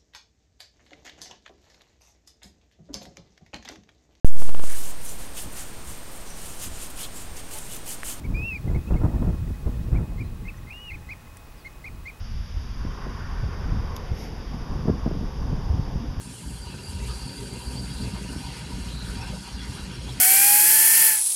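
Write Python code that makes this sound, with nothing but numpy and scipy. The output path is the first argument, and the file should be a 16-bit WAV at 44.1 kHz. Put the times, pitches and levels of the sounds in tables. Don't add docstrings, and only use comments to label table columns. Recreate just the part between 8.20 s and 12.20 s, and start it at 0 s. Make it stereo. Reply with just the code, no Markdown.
import sys
import numpy as np
from scipy import signal
from scipy.io import wavfile

SR = 44100
rng = np.random.default_rng(int(sys.argv[2]) if len(sys.argv) > 2 else 0)


def transcribe(u):
    v = np.clip(np.atleast_2d(u).T, -1, 1)
    q = np.round(v * 32767).astype(np.int16)
    wavfile.write(sys.argv[1], SR, q)


N = 176400
TIME = np.arange(N) / SR


def whistles():
    # (time [s], pitch [Hz], level [dB])
    notes = [
        [(0.142, 2305, -44), (0.15, 2367, -39), (0.16, 2424, -37.5), (0.23, 2568, -36.5), (0.25, 2693, -33),
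         (0.29, 2730, -32), (0.314, 2582, -34), (0.35, 2499, -36.5), (0.364, 2344, -35), (0.375, 2190, -49)],
        [(2.496, 1955, -52), (2.508, 2462, -42), (2.535, 2776, -45.5), (2.57, 2850, -45.5), (2.63, 2934, -47.5),
         (2.68, 2860, -43), (2.699, 2687, -40.5), (2.714, 2253, -44), (2.724, 2013, -41)],
    ]
    hz, level = np.zeros(N), np.zeros(N)
    for note in notes:
        times, pitch, db = np.transpose(note)
        opening = gate(times[0], times[-1], edge_s=0.0025)
        hz += (opening > 0) * np.interp(TIME, times, pitch)
        level += opening * from_db(np.interp(TIME, times, db))
    return bird_voice(hz, level, jitter=0.0043, shimmer_db=0.6, rasp=0.11)


def chirps(shelf_hz=2108, scoop_hz=129.9, scoop_s=0.004, rise_s=0.011, attack_s=0.0038, release_s=0.011):
    # (time of the top [s], lead-in [s], fall [s], top pitch [Hz], level [dB],
    # lead-in against the top [dB])
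    notes = [(.053, 0.015, 0.017, 2320, -46.5, -6), (.358, .033, 0.027, 2450, -44, -6.5),
             (.485, .009, .013, 2090, -49, -2), (.560, 0.015, 0.014, 2240, -43, -2),
             (.772, 0.012, .014, 2210, -46.5, 0), (1.767, 0.025, 0.019, 2340, -48, -3),
             (2.012, 0.034, .021, 2430, -44, -4), (2.290, .040, 0.019, 2630, -40.5, -8),
             (2.517, 0.048, 0.02, 2540, -45, -4), (2.742, 0.039, 0.0223, 2540, -41.5, -3.5),
             (2.919, .031, 0.022, 2520, -38.5, -1.5), (3.466, .020, 0.018, 2170, -40.5, -3),
             (3.668, 0.028, 0.024, 2490, -40.5, 0), (3.888, 0.034, 0.022, 2440, -39.5, 0.5)]
    hz, level = np.zeros(N), np.zeros(N)
    for top_s, lead_s, fall_s, top_hz, db, lead_db in notes:
        on = (TIME > top_s - lead_s) & (TIME < top_s + fall_s)
        t = TIME[on] - top_s
        scoop = scoop_hz * np.exp(-(t + lead_s) / scoop_s)
        swell = np.exp(-(np.maximum(-t, 0) / rise_s) ** 2.63)
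        drop_share = 0.24 * np.clip((top_hz - 1900) / 600, 0.3, 1.2)
        fall = top_hz * drop_share * (np.maximum(t, 0) / fall_s) ** 1.9
        hz[on] = shelf_hz - scoop + (top_hz - shelf_hz) * swell - fall
        opening = np.clip(np.minimum((t + lead_s) / attack_s, (fall_s - t) / release_s), 0, 1)
        level[on] = opening * from_db(db + lead_db * (1 - swell))
    return bird_voice(hz, level, jitter=0.006, shimmer_db=1.37, rasp=0.55)


def bird_voice(hz, level, jitter, shimmer_db, rasp):
    # (frequency [Hz], level against the fundamental [dB])
    throat = [(4250, -19), (4900, -24.5), (5400, -36.5), (5850, -27), (7500, -35), (8200, -48)]
    phase = 2 * np.pi * np.cumsum(hz * (1 + jitter * drift(148))) / SR
    rough_phase = phase + rasp * drift(220)
    overtones = sum(from_db(at_hz(throat, k * np.maximum(hz, 1))) * np.sin(k * rough_phase)
                    for k in (2, 3))
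    shimmer = from_db(shimmer_db * drift(83))
    return np.sqrt(2) * level * shimmer * (np.sin(phase) + overtones)


def ground_scatter(calls, level_db=-12, t60_s=0.15):
    t = TIME[:SR // 2]
    tail = rng.standard_normal((2, len(t))) * from_db(-60 * t / t60_s)
    tail /= np.sqrt(np.sum(tail ** 2, axis=1, keepdims=True))
    return from_db(level_db) * signal.fftconvolve(calls[None], tail, axes=1)[:, :N]


def wind(strong_gust_db=-26, buffet_half_s=0.014):
    # (time [s], level [dB])
    gusts = [(0, -36.5), (.1, -34.5), (.21, -30.5), (.26, -38), (.40, -44.5), (.45, -35), (.56, -27),
             (.645, -43.5), (.71, -24), (.785, -31), (.84, -23), (.89, -31), (1.11, -26.5), (1.17, -34.5),
             (1.30, -36), (1.40, -45.5), (1.47, -29.5), (1.57, -37.5), (1.70, -32.5), (1.80, -25),
             (1.87, -38), (2.04, -35.5), (2.10, -42), (2.30, -41.5), (2.37, -48.5), (2.45, -43.5),
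             (2.565, -61.5), (2.695, -59), (2.725, -46), (2.985, -56), (3.55, -60.5), (3.725, -46.5),
             (3.995, -65.5)]
    # (time [s], pressure above the gust [dB], reach [Hz])
    buffets = [(.104, 8.5, 400), (0.142, 11, 170), (.463, 10.5, 380), (.503, 10.5, 221), (.577, 12, 328),
               (.75, 6.5, 2500), (.856, 4.5, 2500), (.947, 5, 1500), (1.028, 7.5, 900), (1.087, 7.5, 400),
               (1.23, 9, 220), (1.308, 8, 1200), (1.478, 5, 1800), (1.615, 8.5, 450), (1.729, 9, 278),
               (2.01, 7.5, 400), (2.13, 10, 219.7), (2.245, 3.5, 500)]
    # (frequency [Hz], half-octave level [dB])
    spectrum = [(20, -37.5), (50, -28), (125, -28), (250, -32), (500, -41), (1000, -45.5), (2000, -56.5),
                (6000, -94)]
    # (frequency [Hz], growth [dB per dB])
    growth = [(50, 0.75), (150, 0.94), (400, 1.07), (1200, 1.57), (3000, 0.5)]
    # (frequency [Hz], correlation [-1 to 1])
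    likeness = [(35, 0.84), (65, 0.61), (130, -0.099), (260, -0.4)]
    # (frequency [Hz], left minus right [dB])
    balance = [(30, -7.5), (65, -4.5), (130, -1.5), (260, 0)]
    gust_db = np.interp(TIME, *np.transpose(gusts)) - strong_gust_db
    eddies_db = 1.76 * drift(55)
    times, buffet_db, reach_hz = np.transpose(buffets)
    swells = np.exp(-np.minimum(((TIME - times[:, None]) / buffet_half_s) ** 2, 20))
    out = np.zeros((2, N))
    for hz, mid, side in noise_bands():
        pressure_db = gust_db + (buffet_db / (1 + (hz / reach_hz) ** 4)) @ swells
        flicker_db = drift(24)
        db = at_hz(spectrum, hz) + at_hz(growth, hz) * (pressure_db + eddies_db) + flicker_db
        alike = at_hz(likeness, hz) - 0.0169 * np.minimum(pressure_db, 0)
        out += from_db(db) * pan(at_hz(balance, hz)) * stereo(mid, side, alike)
    return out


def far_peeps():
    # (start [s], length [s], first pitch [Hz], last pitch [Hz], level [dB])
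    peeps = [(0.672, 0.023, 2530, 2650, -52), (0.737, 0.013, 2900, 2370, -51),
             (2.039, 0.046, 4020, 4170, -64), (2.369, 0.016, 6150, 5880, -60),
             (3.374, 0.057, 5280, 4070, -64)]
    out = np.zeros(N)
    for start, length, first_hz, last_hz, db in peeps:
        end = start + length
        hz = np.interp(TIME, [start, end], [first_hz, last_hz]) * (1 + 0.0097 * drift(159))
        out += from_db(db) * gate(start, end, edge_s=0.0022) * tone(hz)
    return out


def far_twitter(spacing_s=0.045, note_s=0.016, centre_hz=1830, level_db=-59, uneven_db=2):
    # (start [s], end [s])
    runs = [(.86, 1.68), (2.3, 3.1)]
    times = np.concatenate([np.arange(start, end, spacing_s) for start, end in runs])
    out = np.zeros(N)
    for time in times:
        late, pitch, slide, loud = rng.standard_normal(4)
        position = (TIME - time) / note_s - late
        on = np.abs(position) < 0.5
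        hz = centre_hz * (1 + 0.064 * pitch + 0.11 * slide * position[on])
        out[on] += from_db(level_db + uneven_db * loud) * np.cos(np.pi * position[on]) * tone(hz)
    return out


def tick(start_s=3.17, burst_db=-40, t60_s=0.018):
    # (frequency [Hz], width [Hz], gain [dB])
    body = [(1900, 600, 8), (5600, 1300, 3), (8400, 1900, 5.5)]
    age = TIME - start_s
    burst = rng.standard_normal(N) * (age > 0) * from_db(burst_db - 60 * np.clip(age / t60_s, 0, 4))
    return sum(from_db(db) * resonance(burst, hz, width_hz) for hz, width_hz, db in body)


def hush(hiss_from_hz=3000):
    # (frequency [Hz], half-octave level [dB])
    spectrum = [(25, -56), (100, -61.5), (500, -60.5), (1150, -59.5), (1700, -60), (3000, -62.5),
                (6000, -65), (15000, -64.5)]
    # (frequency [Hz], correlation [-1 to 1])
    likeness = [(150, 1), (400, 0.19), (950, 0), (2400, 0), (6000, 0.42), (15000, 1)]
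    # (time [s], gain [dB])
    hiss_gain = [(1.6, 1), (1.8, -0.52)]
    hiss_db = np.interp(TIME, *np.transpose(hiss_gain))
    out = np.zeros((2, N))
    for hz, mid, side in noise_bands():
        level = from_db(at_hz(spectrum, hz) + hiss_db * (hz > hiss_from_hz))
        out += level * stereo(mid, side, at_hz(likeness, hz))
    return out


def camera_whine(high_hz=15625, high_db=-74, waver_db=2.0, wander_hz=2.57):
    # (frequency [Hz], level [dB])
    motor_tones = [(839.8, -65.5), (1260, -74), (2519, -65)]
    out = np.zeros(N)
    for hz, db in [*motor_tones, (high_hz, high_db)]:
        level = from_db(db + waver_db * drift(11))
        out += level * tone(hz + wander_hz * drift(13.7))
    return out


def camera_whirr(level_db=-62.5):
    return from_db(level_db) * rms_one(resonance(rng.standard_normal(N), hz=1090, width_hz=62))


def from_db(db):
    return 10 ** (np.asarray(db) / 20)


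def rms_one(x):
    return x / np.sqrt(np.mean(x ** 2) + 1e-20)


def at_hz(points, hz):
    frequencies, values = np.transpose(points)
    return np.interp(np.log(hz), np.log(frequencies), values)


def drift(rate_hz):
    pole = np.exp(-2 * np.pi * rate_hz / (SR / 20))
    white = rng.standard_normal(N // 20 + 4002)
    slow = signal.lfilter([1], [1, -2 * pole, pole * pole], white)[4000:]
    return np.interp(np.arange(N) / 20, np.arange(len(slow)), rms_one(slow))


def gate(start, end, edge_s):
    return np.sin(np.pi / 2 * np.clip(np.minimum(TIME - start, end - TIME) / edge_s, 0, 1))


def tone(hz):
    return np.sqrt(2) * np.sin(2 * np.pi * np.cumsum(hz) / SR)


def resonance(x, hz, width_hz):
    return signal.lfilter(*signal.iirpeak(hz, hz / width_hz, fs=SR), x)


def noise_bands():
    edges = 16 * 2 ** (np.arange(21) / 2)
    white = rng.standard_normal((2, 2, N + SR // 2))
    for k, (low, high) in enumerate(zip(edges, edges[1:])):
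        bandpass = signal.butter(4, [low, high], "band", fs=SR, output="sos")
        mid, side = signal.sosfilt(bandpass, white[k % 2])[:, -N:]
        yield np.sqrt(low * high), rms_one(mid), rms_one(side)


def stereo(mid, side, alike):
    alike = np.clip(alike, -0.98, 0.98)
    return np.sqrt((1 + alike) / 2) * mid + np.sqrt((1 - alike) / 2) * side * np.array([[1], [-1]])


def pan(db):
    return from_db(np.array([[db], [-db]]) / 2)


def scene():
    calls = whistles() + chirps()
    birds = calls * pan(db=-5) + ground_scatter(calls) + far_peeps() + far_twitter()
    return birds + wind() + hush() + camera_whine() + camera_whirr() + tick()


def record(dry, cutoff_hz=15800):
    return signal.sosfilt(signal.ellip(12, 0.1, 80, cutoff_hz, fs=SR, output="sos"), dry)


dry = scene()
out = record(dry)
transcribe(out)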